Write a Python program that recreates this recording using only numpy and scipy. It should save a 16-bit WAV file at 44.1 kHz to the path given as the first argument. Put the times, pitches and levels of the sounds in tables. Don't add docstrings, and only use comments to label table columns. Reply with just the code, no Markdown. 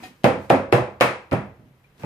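import sys
import numpy as np
from scipy import signal
from scipy.io import wavfile
from scipy.ndimage import uniform_filter1d

SR = 44100
rng = np.random.default_rng(int(sys.argv[2]) if len(sys.argv) > 2 else 0)


def ratio(d):
    e = np.asarray(d, float) / 20
    return 10 ** e


def generate_wav(signal):
    frames = np.transpose(np.atleast_2d(signal))
    scaled = np.clip(frames, -1, 1) * 32767
    pcm = np.round(scaled).astype(np.int16)
    wavfile.write(sys.argv[1], SR, pcm)


N = 90405

# frequency in Hz, level in dB per Hz.
AIR = [(25, 5.5), (54, -5), (119, -4.5), (738, -17.5), (2340, -22), (4500, -33), (8000, -38.5),
       (13800, -32.5), (15400, -50.5)]
AIR_DB = -62
# time in seconds, level in dB.
HUM = [
    (0, -63),
    (1.571, -66),
    (1.6, -60),
    (1.72, -56.5),
    (1.8, -65.5),
    (2.05, -62),
]
HUM_HZ = 135
# time in seconds, level in dB.
SLIDE = [(0, -58.5), (0.049, -48), (.15, -65.5), (.35, -69), (.43, -57), (.49, -61.5), (0.522, -101.5),
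         (1.93, -88), (1.97, -70), (1.999, -57), (2.05, -54)]
# frequency in Hz, level in dB per Hz.
RUB = [(120, -37.5), (200, -18.5), (617, -29), (990, -29.5), (12600, -44.5), (14600, -36), (15400, -65)]

# start in seconds, level in dB.
BUMPS = [
    (.001, -42.5),
    (.021, -40.5),
    (.056, -45),
    (.103, -46),
    (.40, -42),
    (1.598, -48.5),
    (1.624, -51),
    (1.655, -50),
    (1.70, -52),
]
# frequency in Hz, level in dB, T60 in seconds.
BUMP = [(160, -8.5, 0.084), (205.3, -4.5, .1), (245, 0, .1), (331, -6, 0.072), (500, -12, .06)]
# frequency in Hz, level in dB, T60 in seconds.
THUMP = [(115.9, 0.5, 0.17), (132, -5.5, 0.23)]
THUMP_S, THUMP_DB = 1.327, -13

# frequency in Hz, level in dB, T60 in seconds.
TICK = [(745, 5, .09), (950, -10, .1), (1850, -7, .22), (2480, -7, .18), (2510, -9, .18), (3200, -10, .17),
        (4000, -12, .12), (4800, -11, .12), (5900, -17, .1), (6900, -16, .1)]
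TICK_S, TICK_DB = 0.033, -34
# frequency in Hz, level in dB, T60 in seconds.
PING = [(2350, 3, 0.092), (2300, -5, .05), (2450, -4, 0.09), (2520, -9, 0.047)]
PING_S, PING_DB = 1.842, -56.5
# frequency in Hz, level in dB, T60 in seconds.
LAST = [(130.5, 0.5, .2), (341, -7, .1), (560, -1.5, .1), (875, 0.5, 0.076)]
LAST_S, LAST_DB = 2.0355, -29

# start in seconds, level in dB, table thud in dB, clack in dB, edge in dB.
BLOWS = [
    (0.2423, -10, 7, -0.5, -5),
    (0.5011, -8, 4, -3.5, -9),
    (.7250, -8, 1.5, -2, -7),
    (1.009, -11, -1.5, 7, 2),
    (1.319, -16.5, 8, -5, -19),
]
# start in seconds, level in dB, thud in dB, clack in dB, edge in dB.
TOUCHES = [(.002, -45, 13, 3, -16), (0.026, -51, 9, 10, -15), (0.032, -52.5, 11, 17.5, 13),
           (0.039, -50.5, 2, 6, 17), (.10, -71, 3, 2, 2), (0.2354, -34.5, 0, -6, -4),
           (0.4975, -28, 9, -1, -2), (.697, -56, 4, -36, -5), (0.722, -51, -5, 17, 22),
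           (1.0025, -25.5, -17, -7, -9), (1.3128, -25.5, 6, -6, -8.5), (1.3274, -32, 7, 7, 2),
           (1.33, -36.5, -4, 9, 5), (1.361, -41.5, -13, 3.5, -17), (1.595, -47.5, 19.5, -21, -24),
           (1.645, -64, 15, -9, -11), (1.69, -75, 14, -22, -7.5), (1.84, -64, -10, 8, 6),
           (1.90, -79, -10, 4.5, -2), (2.048, -47, 0, 0, 8.5), (1.958, -68.5, 0, -4, 9),
           (1.9804, -63, -3.5, 0, 12), (2.023, -42, 14, 1, -6), (2.044, -34, 27, -14, -18),
           (1.996, -46.5, 18, -2, -2), (2.035, -26.5, 8.5, -9.5, -41)]
COLOUR_HZ = [130, 600, 2550, 3100]
# frequency in Hz, level in dB per Hz.
BLOW = [(55, -35), (100, -11), (790, -9.5), (1250, -12), (2450, -24.5), (2950, -29.5), (7000, -45.5),
        (10000, -43), (14500, -47.5)]
BODY_NOISE_DB = -10
CRACK_HZ, CRACK_OCTAVES, CRACK_DB, CRACK_S = 4500, 1.1, 12, 0.0012
# frequency in Hz, T60 in seconds.
ROOM_T60 = [(60, 1), (160, 0.33), (420, 0.45), (1100, 0.42), (2900, 0.36), (7700, 0.35), (13000, 0.23)]
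RISE_CYCLES, RISE_S = 0.2, 0.002
LATE_DB, LATE_T60_S = -18, 0.5
# frequency in Hz, left-right likeness from -1 to 1.
LIKENESS = [(40, 1), (100, 1), (250, 0.92), (600, 0.82), (1300, 0.16), (2600, -0.021), (5000, 0.26),
            (14000, -0.29)]
# frequency in Hz, left minus right in dB.
LEAN = [(60, -3.5), (180, -2.5), (550, -2.5), (1640, 2.5), (4950, 2), (14900, -0.5)]
EDGES = 26.4 * 2 ** np.arange(0, 9.4, 1 / 3)

FLUTTER_DB, FLUTTER_PER_S, BEAT_GROWS_S = 3.5, 30, 0.06
SWELL_CYCLES = 0.15

# frequency in Hz, level in dB, T60 in seconds.
DOWEL = [(1176, -3, .36), (1228, -1, .36), (1295, 1, .36), (1353, -2, .36), (1400, -4, .36),
         (1593, -7, .36), (1670, -2, .32), (1757, -4, .36), (1800, -6, .36), (1851, -7, .36),
         (1959, -8, .36), (2091, -8, .35), (2209, -8, .36), (2371, -7, .36)]
DOWEL_DB = [-31.5, -29, -31.5, -26.5, -36.5]
LANDING_S = [.0003, .0003, 0.00032, 0.00034, 0.0036]
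HELD = [1.0, 0.9, 0.95, 0.91, 0.81]
TABLE_HZ = [112, 129, 161, 202, 234, 260, 280, 335, 357, 382, 479, 500, 522, 549]
TABLE_T60 = [0.23, 0.32, 0.35, 0.46, 0.22, 0.39, 0.37, 0.51, 0.32, 0.38, 0.36, 0.45, 0.45, 0.5]
TABLE_DB = [
    (-36, -19.0, -22.5, -23, -17.5, -21.5, -21.5, -29, -18.5, -25, -19, -20.5, -20, -24.0),
    (-30.5, -18.5, -26, -24, -21, -17.5, -17.5, -32.5, -21, -26.5, -17.0, -21, -17.5, -22),
    (-23.5, -10, -22, -27, -26, -31.5, -33, -29.5, -18, -19.5, -14.5, -21.5, -25.5, -35),
    (-31, -21, -44, -30.5, -35.5, -32.0, -28, -33.5, -22.5, -28.0, -20, -22.5, -28, -31.0),
    (-33.5, -19, -23.5, -23.5, -27, -28.5, -35.5, -54, -24.5, -31, -27, -38, -36.0, -36),
]
RACK_HZ = [576, 595, 621, 644, 698, 720, 787, 810, 850, 885, 928, 970, 1030, 1120]
RACK_T60 = [0.26, 0.32, 0.45, 0.33, 0.28, 0.27, 0.22, 0.33, 0.45, 0.39, 0.26, 0.4, 0.37, 0.29]
RACK_DB = [
    (-16, -27.0, -29.5, -17.5, -21.5, -24.5, -11, -26.5, -25, -25.5, -24.0, -29.5, -35.5, -35),
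    (-14, -27, -29, -13, -18.5, -19.5, -11.5, -22.5, -30, -25.0, -19.5, -28, -33, -30.5),
    (-16.5, -21, -22.5, -16, -19.5, -20.5, -18, -23.5, -26.5, -31, -25, -27, -26, -27.5),
    (-17, -30, -35, -22.5, -19.5, -28, -26.5, -25, -33.5, -30.0, -26, -26.5, -24.5, -23),
    (-29.5, -43, -27, -28, -28.0, -26, -23, -28, -48, -32, -31, -33.5, -42, -28.5),
]
ARM_HZ = [
    [120, 338, 563, 790],
    [270, 335, 536, 720],
    [125, 345, 475, 640],
    [278, 384, 540, 1043],
    [200, 280, 345, 558],
]
ARM_DB = [
    [-17, -13.5, -15.5, -19],
    [-13, -15, -12.5, -20.5],
    [-12.5, -15, -24, -19],
    [-13.5, -24, -13, -21.5],
    [-30, -17.5, -20, -19.5],
]
ARM_T60 = [0.17, 0.16, 0.2, 0.13, 0.14]

# low edge in Hz, high edge in Hz, margin under the clack in dB.
MASKED = [(9300, 10400, 38), (10400, 11500, 37), (11500, 12400, 36), (12400, 13400, 34), (13400, 15200, 33)]
MASK_SOFT_DB, MASK_DEPTH_DB = 1.5, -35

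TIME = np.arange(N) / SR
LEFT_RIGHT = np.array([[1], [-1]])


def at_hz(points, hz):
    table_hz, values = np.transpose(points)
    return np.interp(np.log(hz), np.log(table_hz), values)


def likeness(hz):
    return np.clip(at_hz(LIKENESS, hz), -0.9, 1)


def drift(rate):
    return np.interp(TIME * rate, np.arange(200), rng.standard_normal(200))


def bands():
    white = rng.standard_normal((2, 2, N + 4000))
    for k, (low, high) in enumerate(zip(EDGES, EDGES[1:])):
        band_pass = signal.butter(4, [low, high], "band", fs=SR, output="sos")
        mid, side = signal.sosfilt(band_pass, white[k % 2])[:, 4000:]
        hz = min(np.sqrt(low * high), 13500)
        alike = likeness(hz)
        lean = ratio(at_hz(LEAN, hz) * LEFT_RIGHT / 2)
        yield hz, lean * (np.sqrt(1 + alike) * mid + np.sqrt(1 - alike) * side * LEFT_RIGHT)


def size_of(spectrum):
    hz = np.sqrt(EDGES[1:] * EDGES[:-1])
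    power = ratio(at_hz(spectrum, hz)) ** 2 * np.diff(EDGES)
    return np.sqrt(np.sum(power) * 2 / SR)


def dying(clicks, seconds):
    return signal.lfilter([1], [1, -np.exp(-1 / (seconds * SR))], clicks + 1e-18)


def ring(s, db, modes, rise_s):
    start = int(s * SR)
    t = np.arange(min(N - start, SR // 2)) / SR
    out = np.zeros((2, N))
    for hz, level_db, t60 in modes:
        apart = np.arccos(likeness(hz)) / 2 * rng.choice([-1, 1])
        wave = np.sin(2 * np.pi * hz * t + apart * LEFT_RIGHT + np.pi * rng.integers(2))
        swell = 1 - np.exp(-t / (rise_s + SWELL_CYCLES / hz))
        beat_db = FLUTTER_DB * drift(FLUTTER_PER_S)[:len(t)] * np.minimum(t / BEAT_GROWS_S, 1)
        fade_db = level_db - 60 * t / min(t60, 0.45)
        lean_db = LEFT_RIGHT * at_hz(LEAN, hz) / 2
        out[:, start:start + len(t)] += ratio(fade_db + beat_db + lean_db) * swell * wave
    return ratio(db) * out


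def air_power(hz):
    return (ratio(AIR_DB + at_hz(AIR, hz) + 1.1 * drift(45)) / size_of(AIR)) ** 2


def hum():
    level_db = np.interp(TIME, *np.transpose(HUM))
    return ratio(level_db + 3 * drift(3.7)) * np.sin(2 * np.pi * HUM_HZ * TIME + 1.8 * drift(27))


def slide_level():
    level_db = np.interp(TIME, *np.transpose(SLIDE))
    return ratio(level_db + 0.88 * drift(84)) / size_of(RUB)


def contact_power(hz):
    rows = np.array([*BLOWS, *TOUCHES])
    colour_db = [np.interp(np.log(hz), np.log(COLOUR_HZ), [thud, 0, clack, edge])
                 for thud, clack, edge in rows[:, 2:]]
    diffuse_db = BODY_NOISE_DB * np.interp(hz, [1300, 2600], [1, 0])
    level_db = rows[:, 1] + colour_db + at_hz(BLOW, hz) + diffuse_db
    clicks = np.zeros(N)
    clicks[(rows[:, 0] * SR).astype(int)] = ratio(2 * level_db) / size_of(BLOW) ** 2
    per_t60 = 1 / (6 * np.log(10))
    late = ratio(2 * LATE_DB) / (1 + (hz / 6000) ** 4)
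    tail = dying(clicks, at_hz(ROOM_T60, hz) * per_t60) + late * dying(clicks, LATE_T60_S * per_t60)
    tail = tail - (1 + late) * dying(clicks, RISE_S + RISE_CYCLES / hz)
    crack_colour = np.exp(-(np.log2(hz / CRACK_HZ) / CRACK_OCTAVES) ** 2)
    crack = ratio(2 * CRACK_DB) * dying(clicks, CRACK_S) * crack_colour
    return np.abs(tail) + crack


def contacts_slide_air():
    slide = slide_level()
    out = 0
    for hz, noise in bands():
        slide_power = (slide * ratio(at_hz(RUB, hz))) ** 2
        out = out + noise * np.sqrt(contact_power(hz) + slide_power + air_power(hz))
    return out


def bumps():
    thump = ring(THUMP_S, THUMP_DB, THUMP, 0.0027)
    return thump + sum(ring(s, db, BUMP, 0.0023) for s, db in BUMPS)


def fittings():
    tick = ring(TICK_S, TICK_DB, TICK, 0.0032)
    ping = ring(PING_S, PING_DB, PING, 0.0016)
    return tick + ping + ring(LAST_S, LAST_DB, LAST, 0.0004)


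def body(k):
    hz = [*TABLE_HZ, *RACK_HZ, *ARM_HZ[k]]
    db = [*TABLE_DB[k], *RACK_DB[k], *ARM_DB[k]]
    t60 = [*(HELD[k] * np.array([*TABLE_T60, *RACK_T60]))] + [ARM_T60[k]] * len(ARM_HZ[k])
    return list(zip(hz, db, t60))


def arms():
    out = 0
    for k, row in enumerate(BLOWS):
        out = out + ring(row[0], 0, body(k), LANDING_S[k])
        out = out + ring(row[0], DOWEL_DB[k], DOWEL, 0.0015)
    return out


def scene():
    return contacts_slide_air() + hum() + bumps() + fittings() + arms()


def band_level(x, low_hz, high_hz):
    band_pass = signal.butter(6, [low_hz, high_hz], "band", fs=SR, output="sos")
    band = signal.sosfiltfilt(band_pass, x)
    power = uniform_filter1d(np.mean(band ** 2, axis=0), size=1024)
    return band, 10 * np.log10(power + 1e-14)


def mute_masked(x):
    clack_db = band_level(x, 1500, 3000)[1]
    for low_hz, high_hz, margin_db in MASKED:
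        band, level_db = band_level(x, low_hz, high_hz)
        excess_db = clack_db - level_db - margin_db + MASK_SOFT_DB * drift(20)
        masked = 0.5 + 0.5 * np.tanh(excess_db / MASK_SOFT_DB)
        x = x - band * (1 - ratio(MASK_DEPTH_DB * masked))
    return x


def roll_off(x):
    return signal.sosfilt(signal.butter(12, 15530, fs=SR, output="sos"), x)


def record(dry):
    x = signal.sosfilt(signal.butter(2, 55, "high", fs=SR, output="sos"), dry)
    ceiling = 1.15
    x = ceiling * np.tanh(x / ceiling)
    x = signal.sosfilt(signal.cheby2(14, 40, 15150, fs=SR, output="sos"), x)
    return roll_off(mute_masked(x))


dry = scene()
out = record(dry)
generate_wav(out)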